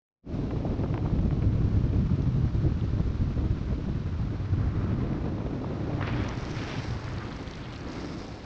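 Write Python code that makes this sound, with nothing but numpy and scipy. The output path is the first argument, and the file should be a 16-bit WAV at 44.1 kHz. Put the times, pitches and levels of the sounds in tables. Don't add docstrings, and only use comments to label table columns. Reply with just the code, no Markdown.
import sys
import numpy as np
from scipy import signal
from scipy.fft import rfft, irfft, next_fast_len
from scipy.io import wavfile
from scipy.ndimage import uniform_filter1d

SR = 44100
rng = np.random.default_rng(int(sys.argv[2]) if len(sys.argv) > 2 else 0)


def pcm_store(signal):
    levels = np.round(np.clip(np.atleast_2d(signal), -1, 1) * 32767)
    wavfile.write(sys.argv[1], SR, levels.astype(np.int16).T)


N = 372644
TIME, BINS = np.arange(N) / SR, np.fft.rfftfreq(next_fast_len(N), 1 / SR)
TURN_S, TURN_LENGTH_S = 6.0, 0.34


def gain_of(db):
    return 10 ** (np.asarray(db) / 20)


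def unit_rms(x):
    return x / np.sqrt(np.mean(x ** 2) + 1e-20)


def follow(rows):
    s, *columns = np.transpose(rows)
    return [np.interp(TIME, s, column) for column in columns]


def coloured(x, colour):
    hz, db = np.transpose(colour)
    size = next_fast_len(N)
    eq = gain_of(np.interp(np.log(BINS + 1), np.log(hz), db))
    return unit_rms(irfft(rfft(x, size) * eq, size)[:N])


def wander(rate_hz, size=16384):
    hz = np.fft.rfftfreq(size, TIME[-1] / size)
    band = hz / (hz + 3) / (1 + (hz / rate_hz) ** 2)
    drift = unit_rms(irfft(rfft(rng.standard_normal(size)) * band))
    return np.interp(TIME, np.linspace(0, TIME[-1], size), unit_rms(np.tanh(drift / 2)))


def turbulence(colour, surge_db):
    return coloured(rng.standard_normal(N) * gain_of(surge_db), colour)


def swell(s, half_s):
    near = slice(*np.searchsorted(TIME, [s - .1, s + .1]))
    return near, np.exp(-((TIME[near] - s) / half_s) ** 2)


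def ride_level(x, level_db, buffet_power):
    slow_power = uniform_filter1d(uniform_filter1d(x ** 2, size=5000), size=3500) + 1e-12
    quick_power = uniform_filter1d(uniform_filter1d(x ** 2, size=1100), size=750) + 1e-12
    return x * np.sqrt(gain_of(level_db) ** 2 / slow_power + buffet_power / quick_power)


# t/s, f/Hz, share of the rumble's power/0-1
SHEDDING = [(.4, 165, 0.2), (1.4, 68, 0.05), (2.1, 120, 0.2), (2.65, 121.9, 0.25), (3.0, 61.92, 0.34),
            (3.9, 55.99, 0.25), (4.35, 100, 0.6), (4.75, 100, 0.22), (5.4, 148.1, 0.13), (6.15, 104, 0.56),
            (6.55, 122, 0.26), (6.8, 115, .5), (6.9, 102, .75), (7.18, 95.8, .8), (7.3, 111.9, 0.01),
            (7.8, 250, 0), (7.9, 280, .35), (8.25, 280.4, 0.22), (8.45, 301, 0)]


def vortex_throb(width_hz=20):
    hz, share = follow(SHEDDING)
    pole = np.exp(-2 * np.pi * width_hz / SR)
    noise = rng.standard_normal(N) + 1j * rng.standard_normal(N)
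    drift = signal.lfilter([1], np.poly([pole, pole]), noise)
    carrier = np.exp(2j * np.pi * np.cumsum(hz) / SR)
    return unit_rms((drift * carrier).real), np.clip(share, 0, 1)


# t/s, rumble/dB, flutter/dB, swirl/dB
EDDY_LEVELS = [(0.33, -30.3, -32.5, -46.5), (0.9, -28, -35, -43), (1.4, -24, -35, -47),
               (1.9, -24, -39.5, -49), (2.9, -27, -39.5, -52.3), (3.45, -27, -41, -54),
               (3.65, -29, -38.5, -54), (4.4, -29, -43, -51), (4.6, -24.5, -38.5, -49.5),
               (5.3, -30.5, -34, -42.5), (5.7, -33.5, -34, -44.5), (5.95, -29.5, -35, -43),
               (6.15, -28, -34.5, -42.5), (6.4, -33, -39, -46), (6.7, -35.5, -37, -44.5),
               (6.92, -35.5, -43.5, -46.5), (7.12, -36, -43.5, -47), (7.25, -36, -40, -47.5),
               (7.45, -37.5, -41, -50), (7.62, -39, -45, -50), (7.8, -37.5, -44.5, -50.5),
               (7.87, -39, -39.5, -46), (8.05, -37, -38.3, -44.5), (8.25, -39, -41, -46),
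               (8.45, -42, -47, -48.5)]
# t/s, rumble/dB, flutter/dB
BUFFETS = [(.716, -23.5, -35), (.849, -29, -30), (.918, -29, -45), (1.133, -23, -43), (1.198, -22, -41),
           (1.259, -21, -35), (1.391, -29, -39), (1.438, -36, -31), (1.474, -17.5, -40), (1.6, -22.5, -36),
           (1.658, -21.5, -42), (1.777, -19, -37), (1.852, -22, -38), (1.94, -30, -31.5), (1.976, -21, -41),
           (2.022, -21, -36), (2.119, -20, -42), (2.196, -27, -31), (2.281, -19.5, -38), (2.348, -31, -42),
           (2.388, -21.5, -36), (2.446, -18.5, -37), (2.557, -23.5, -34), (2.6, -25, -39),
           (2.652, -19, -29.5), (2.672, -23, -26), (2.717, -26, -38), (2.761, -24, -48),
           (2.832, -27, -32.5), (2.874, -27, -48), (2.946, -20.5, -41), (2.996, -21.5, -32),
           (3.063, -24, -48), (3.119, -26.5, -37), (3.213, -21, -43), (3.269, -24, -44), (3.306, -25, -39),
           (3.378, -25, -34.5), (3.42, -29, -30.5), (3.455, -22, -29.5), (3.521, -20.5, -36),
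           (3.72, -24.5, -31.5), (3.79, -39, -31.5), (3.884, -24, -32.5), (3.973, -28.5, -37),
           (4.156, -27.5, -48), (4.209, -24, -44), (4.254, -29, -47), (4.33, -32, -31.5),
           (4.527, -20.5, -40), (4.585, -23, -37), (4.789, -28.5, -38), (4.932, -23.5, -45),
           (4.98, -30.5, -30.5), (5.125, -43, -28), (6.197, -28, -28), (6.52, -31, -39), (6.595, -31, -42),
           (6.785, -28, -36), (6.895, -29, -48), (6.92, -26.5, -52), (6.965, -29.5, -52),
           (7.09, -30.5, -52), (7.14, -31, -52), (7.172, -28.5, -50), (7.87, -36, -40)]
# t/s, dip/dB
LULLS = [(1.353, -3), (1.412, -6), (2.088, -4), (2.167, -6), (2.259, -9), (2.49, -7), (2.74, -5), (2.8, -6),
         (2.895, -5), (2.92, -4), (3.097, -4), (3.187, -7.5), (3.33, -9), (3.6, -5.5), (3.837, -7),
         (4.105, -3), (4.178, -8), (4.373, -6.5), (4.45, -2), (4.505, -7), (6.745, -2), (7.005, -2),
         (7.045, 0), (7.21, -4)]
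# f/Hz, level/dB
RUMBLE_EQ = [(10, -18), (25, -10.5), (45, -4), (60, -0.5), (78, -2.5), (102, -1), (135, -2.5), (180, -7),
             (260, -15), (500, -39), (1200, -85)]
# f/Hz, level/dB
FLUTTER_EQ = [(60, -24.5), (155, -4), (230, -2), (305, 0.5), (370, -6), (480, -13.5), (620, -17),
              (850, -30), (1500, -46), (4000, -81.5)]


def buffeting(surge, rumble_trim_db=1.27, flutter_trim_db=1.86):
    rumble_db, flutter_db, _ = follow(EDDY_LEVELS)
    slack_db, thuds, flaps = np.zeros((3, N))
    for s, dip_db in LULLS:
        near, bell = swell(s, half_s=.011)
        slack_db[near] += dip_db * bell
    for s, thud_db, flap_db in BUFFETS:
        near, bell = swell(s, half_s=.015)
        thuds[near] += bell * gain_of(thud_db) ** 2
        flaps[near] += bell * gain_of(flap_db) ** 2
    vortices, share = vortex_throb()
    throb = unit_rms(vortices * gain_of(1.5 * surge))
    rumble = np.sqrt(1 - share) * turbulence(RUMBLE_EQ, surge_db=2 * surge) + np.sqrt(share) * throb
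    flutter = turbulence(FLUTTER_EQ, surge_db=1.5 * surge)
    return (ride_level(rumble, rumble_db + rumble_trim_db + slack_db, thuds)
            + ride_level(flutter, flutter_db + flutter_trim_db + slack_db, flaps))


# f/Hz, level/dB
SWIRL_EQ = [(200, -18.5), (420, 1), (560, -1.5), (720, -4), (880, -8), (1250, -13.5), (1650, -23),
            (2300, -23), (4000, -36.5), (8000, -71)]


def swirl(surge, trim_db=2.5, surge_db=2.0, sputter_db=1.64):
    _, _, level_db = follow(EDDY_LEVELS)
    flicker_db = surge_db * surge + sputter_db * wander(rate_hz=160)
    return gain_of(level_db + trim_db) * turbulence(SWIRL_EQ, flicker_db)


# t/s, level/dB
WHOOSH_LEVEL = [(.33, -56.5), (1.2, -58), (1.55, -52.5), (4.4, -51), (4.85, -45.5), (5.5, -52.5),
                (5.95, -47.5), (6.06, -40.5), (6.45, -47), (7.25, -46), (7.5, -51), (8.0, -47.5),
                (8.45, -62)]
# f/Hz, level/dB
WHOOSH_EQ = [(500, -19.5), (850, -5.5), (1000, -0.5), (1280, -1), (1600, -4.5), (2100, -10.5),
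             (3000, -20.5), (6000, -56.5)]


def whoosh(surge, trim_db=0.73, surge_db=0.9, grain_db=1.5):
    level_db, = follow(WHOOSH_LEVEL)
    flicker_db = surge_db * surge + grain_db * wander(rate_hz=340)
    return gain_of(level_db + trim_db) * turbulence(WHOOSH_EQ, flicker_db)


# t/s, level/dB
RUSH_LEVEL = [(.33, -56.8), (1.1, -57.3), (2.9, -55.7), (5.5, -57.5), (6.0, -54.5), (8.45, -62)]
# f/Hz, level/dB
RUSH_EQ = [(500, -5.5), (1200, -2), (1800, -4), (2400, -0.5), (3200, -3), (4000, -2.5), (4700, -6),
           (5700, -8.5), (6500, -14), (7500, -22.5), (8500, -38), (9600, -60)]


def rush(surge, trim_db=2.5, surge_db=.5, grain_db=1.0):
    level_db, = follow(RUSH_LEVEL)
    flicker_db = surge_db * surge + grain_db * wander(rate_hz=250)
    return gain_of(level_db + trim_db) * turbulence(RUSH_EQ, flicker_db)


# t/s, level/dB, tilt/dB per octave
BUCKLE_TICKS = [(.509, -35.5, -1), (.512, -37, 0.5), (.837, -38, -1), (0.9424, -31, -1), (.961, -40, 0),
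                (.979, -31, -.5), (1.191, -35.5, -3), (1.310, -32.5, -2.5), (1.424, -38, 3),
                (1.430, -42, 1)]
# f/Hz, level/dB
BUCKLE_EQ = [(250, -17), (650, 0), (1200, -1.5), (1700, -6), (2600, -9), (3300, -16), (4000, -32),
             (7000, -58)]


def buckles(level_window_s=.002, lag_s_per_octave=.0005, size=2048):
    out = np.zeros(N)
    hz = np.fft.rfftfreq(size, 1 / SR) + 1
    octaves = np.log2(hz / 1000)
    eq_hz, eq_db = np.transpose(BUCKLE_EQ)
    body_db = np.interp(np.log(hz), np.log(eq_hz), eq_db)
    smear = np.exp(2j * np.pi * np.cumsum(octaves * lag_s_per_octave) * SR / size)
    for s, db, tilt_db in BUCKLE_TICKS:
        pulse = np.fft.fftshift(irfft(smear * gain_of(body_db + tilt_db * octaves)))
        pulse *= np.sqrt(level_window_s * SR) / np.linalg.norm(pulse)
        first = round(s * SR) - size // 2
        out[first:first + size] += gain_of(db) * pulse
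    return out


def rustles(rows, trim_db, grain_db, top_hz=6500):
    out, t = np.zeros(N), np.arange(-8192, 8192) / SR
    bins = np.fft.rfftfreq(len(t), 1 / SR) + 1
    for s, db, hz, half_s, octaves in rows:
        band = np.exp(-.5 * (np.log2(bins / hz) / octaves) ** 2) / (1 + (bins / top_hz) ** 10)
        grit = gain_of(grain_db * unit_rms(uniform_filter1d(rng.standard_normal(len(t)), size=60)))
        bell = np.exp(-.5 * (t / half_s) ** 2)
        stroke = irfft(rfft(rng.standard_normal(len(t)) * grit * bell) * band)
        stroke *= np.linalg.norm(bell) / np.linalg.norm(stroke)
        first = round((s + t[0]) * SR)
        out[first:first + len(t)] += gain_of(db + trim_db) * stroke
    return out


# t/s, level/dB, f/Hz, half length/s
EDDY_POPS = [(.512, -28.5, 682, .002), (.652, -22, 580, 0.0026), (.699, -28, 580, 0.0018),
             (.838, -23.5, 619, 0.0027), (0.844, -28, 1045, .0013), (.860, -29.5, 910, .0018),
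             (.950, -30, 790, .002), (0.977, -26, 950, .0014), (1.062, -27, 880, 0.0027),
             (1.1, -33, 946, .0018), (1.189, -29, 818, .0014), (1.232, -31, 800, 0.0016),
             (2.098, -32, 948, 0.0021), (2.650, -28.5, 480, .0025), (2.719, -32, 562, .0018),
             (2.997, -30.5, 690, 0.0018), (3.378, -30, 528, .0029), (3.441, -31, 620, .002),
             (5.618, -32, 715, .0017), (5.645, -25.5, 791, .0022), (5.797, -30, 770, 0.0014),
             (5.914, -27, 696, 0.0036), (6.012, -24, 903, 0.0023)]


def pops(trim_db=-2.2, glide_octaves=0.596, wake_stretch=1.8, wake_octaves=.6):
    chirps = np.zeros(N)
    for (s, db, hz, half_s), phase in zip(EDDY_POPS, rng.random(len(EDDY_POPS))):
        near = slice(*np.searchsorted(TIME, [s - .02, s + .02]))
        passage = 2 * (TIME[near] - s) / half_s
        cycles = np.cumsum(hz * 2 ** (glide_octaves * np.tanh(passage))) / SR
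        chirps[near] += gain_of(db + trim_db) / np.cosh(passage) * np.sin(2 * np.pi * (cycles + phase))
    wakes = [(s, db, hz, half_s * wake_stretch, wake_octaves) for s, db, hz, half_s in EDDY_POPS]
    return chirps + rustles(wakes, trim_db=-15.0, grain_db=2.5)


# t/s, level/dB, f/Hz
FABRIC_SNAPS = [(1.932, -46, 2300), (2.222, -47, 4800), (2.812, -43, 2900), (4.93, -47, 2300),
                (5.132, -46, 2200), (6.0284, -41, 3100), (6.072, -43, 4500), (6.2864, -45, 3800),
                (6.2905, -37, 5050), (6.375, -43, 5000), (6.452, -40.5, 5200), (6.514, -44, 5300),
                (6.625, -44, 4700), (6.859, -45, 4100), (6.9097, -40, 3900), (6.971, -46, 3600),
                (7.026, -49, 4000), (7.043, -44, 4900), (7.185, -39.5, 4300), (7.249, -47, 3500),
                (7.285, -45, 3800), (7.32, -43, 3400), (7.3267, -41, 3800), (7.418, -46, 3600),
                (7.477, -39, 3300), (7.487, -46, 5400), (7.5115, -40, 5000), (7.537, -39, 3600),
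                (7.556, -44, 4900), (7.579, -46, 3870), (7.658, -48, 3700), (7.725, -43, 3300),
                (7.731, -44, 3300), (7.7385, -41, 3500), (7.7636, -39.5, 3190), (7.809, -45, 4800),
                (7.902, -43, 5100), (7.918, -45, 5100), (7.933, -44, 4900)]


def snaps(half_s=0.00084, width_octaves=0.36):
    return rustles([(*snap, half_s, width_octaves) for snap in FABRIC_SNAPS], trim_db=1.0, grain_db=2.0)


# t/s, level/dB, f/Hz, half length/s, width/octaves
CLOTH_RUBS = [(5.905, -41, 700, .022, .45), (5.998, -39.5, 750, .01, .5), (6.012, -32.5, 1500, .002, 0.66),
              (6.0265, -30.5, 1350, .0035, 0.74), (6.044, -36, 1250, .011, .75),
              (6.082, -35.5, 1750, .013, 0.73), (6.105, -41, 1050, .008, .6),
              (6.14, -40, 2400, 0.0041, 0.37), (6.595, -42, 1700, 0.023, 0.98),
              (6.632, -39.5, 1750, 0.016, .7), (6.715, -40, 2200, 0.044, 0.7),
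              (6.792, -41, 2000, 0.016, 0.86), (7.075, -40, 1400, 0.0077, 0.45),
              (7.222, -43, 1400, .018, .4), (7.32, -47, 1500, .015, 0.53), (7.645, -48.5, 3400, 0.017, .35)]


def rubs():
    return rustles(CLOTH_RUBS, trim_db=-1.0, grain_db=3.2)


def below_edge(x, edge_hz, drop_db, width_hz=350):
    hz, s, spectrum = signal.stft(x, SR, nperseg=256)
    above = .5 + .5 * np.tanh((hz[:, None] - np.interp(s, TIME, edge_hz)) / width_hz)
    _, shelved = signal.istft(spectrum * gain_of(-drop_db * above), SR, nperseg=256)
    return unit_rms(shelved[:N])


def crackle(colour, per_s, spread_db):
    strength = gain_of(spread_db * np.minimum(rng.exponential(1, N), 3))
    breaks = rng.random(N) < per_s / SR
    puffs = signal.oaconvolve(strength * breaks, signal.windows.hann(60), "same")
    return coloured(puffs * rng.standard_normal(N), colour)


# t/s, roar/dB, fizz/dB, edge/Hz
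GUST = [(6.01, -48, -74, 5600), (6.2, -43.5, -65, 5900), (6.42, -49, -54.5, 6200), (6.54, -47, -53, 6200),
        (6.7, -44.5, -51.5, 6130), (6.92, -51, -51.5, 5780), (7.15, -51.5, -57.5, 5250),
        (7.55, -49.5, -54.5, 4760), (7.75, -51, -60.5, 4700), (8.0, -51, -52, 5640),
        (8.25, -52.5, -53, 5820), (8.45, -54, -58, 5300)]
# f/Hz, level/dB
ROAR_EQ = [(300, -16), (800, 5), (1100, -1), (1500, 0), (2200, 0.5), (3000, -5.5), (3800, -9), (5500, -21),
           (8000, -57)]
# f/Hz, level/dB
FIZZ_EQ = [(1200, -27), (2800, -12), (3800, -3.5), (5400, -0.5), (6500, -2), (7500, -8.5), (8500, -17),
           (9600, -37)]
# f/Hz, level/dB
CRINKLE_EQ = [(600, -15.5), (1500, 0), (2500, -1), (3600, -1), (4500, 2.5), (5300, -14), (8000, -36.5)]
# f/Hz, level/dB
PRICKLE_EQ = [(2500, -31), (4300, -8), (5200, 0), (6200, -4), (7300, -13.5), (8500, -24), (9600, -46.5)]


def gust(turned, roar_trim_db=3.5, fizz_trim_db=0.5, crinkle_db=-60, prickle_db=-62.5):
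    roar_db, fizz_db, edge_hz = follow(GUST)
    attack = np.clip((TIME - GUST[0][0]) / .008 + 1, 0, 1)
    tear_db = 2 * wander(rate_hz=210) + wander(rate_hz=7.3)
    roar = gain_of(roar_db + roar_trim_db) * turbulence(ROAR_EQ, tear_db)
    fizz = below_edge(turbulence(FIZZ_EQ, tear_db), edge_hz, drop_db=9.5)
    fizz *= gain_of(fizz_db + fizz_trim_db)
    crinkle = gain_of(crinkle_db) * crackle(CRINKLE_EQ, per_s=340, spread_db=4.0)
    prickle = gain_of(prickle_db) * crackle(PRICKLE_EQ, per_s=160, spread_db=5.5)
    return attack * (roar + fizz + crinkle) + turned * prickle


def scene(late_surge_depth=0.49):
    turned = np.clip((TIME - TURN_S) / TURN_LENGTH_S, 0, 1)
    surge = wander(rate_hz=28) * (1 + (late_surge_depth - 1) * turned)
    wind_bed = buffeting(surge) + swirl(surge) + whoosh(surge) + rush(surge)
    return (wind_bed + gust(turned) + pops() + buckles() + rubs() + snaps())[None]


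# t/s, gain/dB
FADE_IN = [(0, -81), (.222, -70), (.238, -31), (.265, -17.5), (.3, -7.5), (.34, -3)]


def record(dry, cutoff_hz=9600):
    fade_db, = follow(FADE_IN)
    low_pass = signal.firwin(511, cutoff_hz, window=("kaiser", 9), fs=SR)
    return signal.oaconvolve(dry * gain_of(fade_db), low_pass[None], "same")


dry = scene()
out = record(dry)
pcm_store(out)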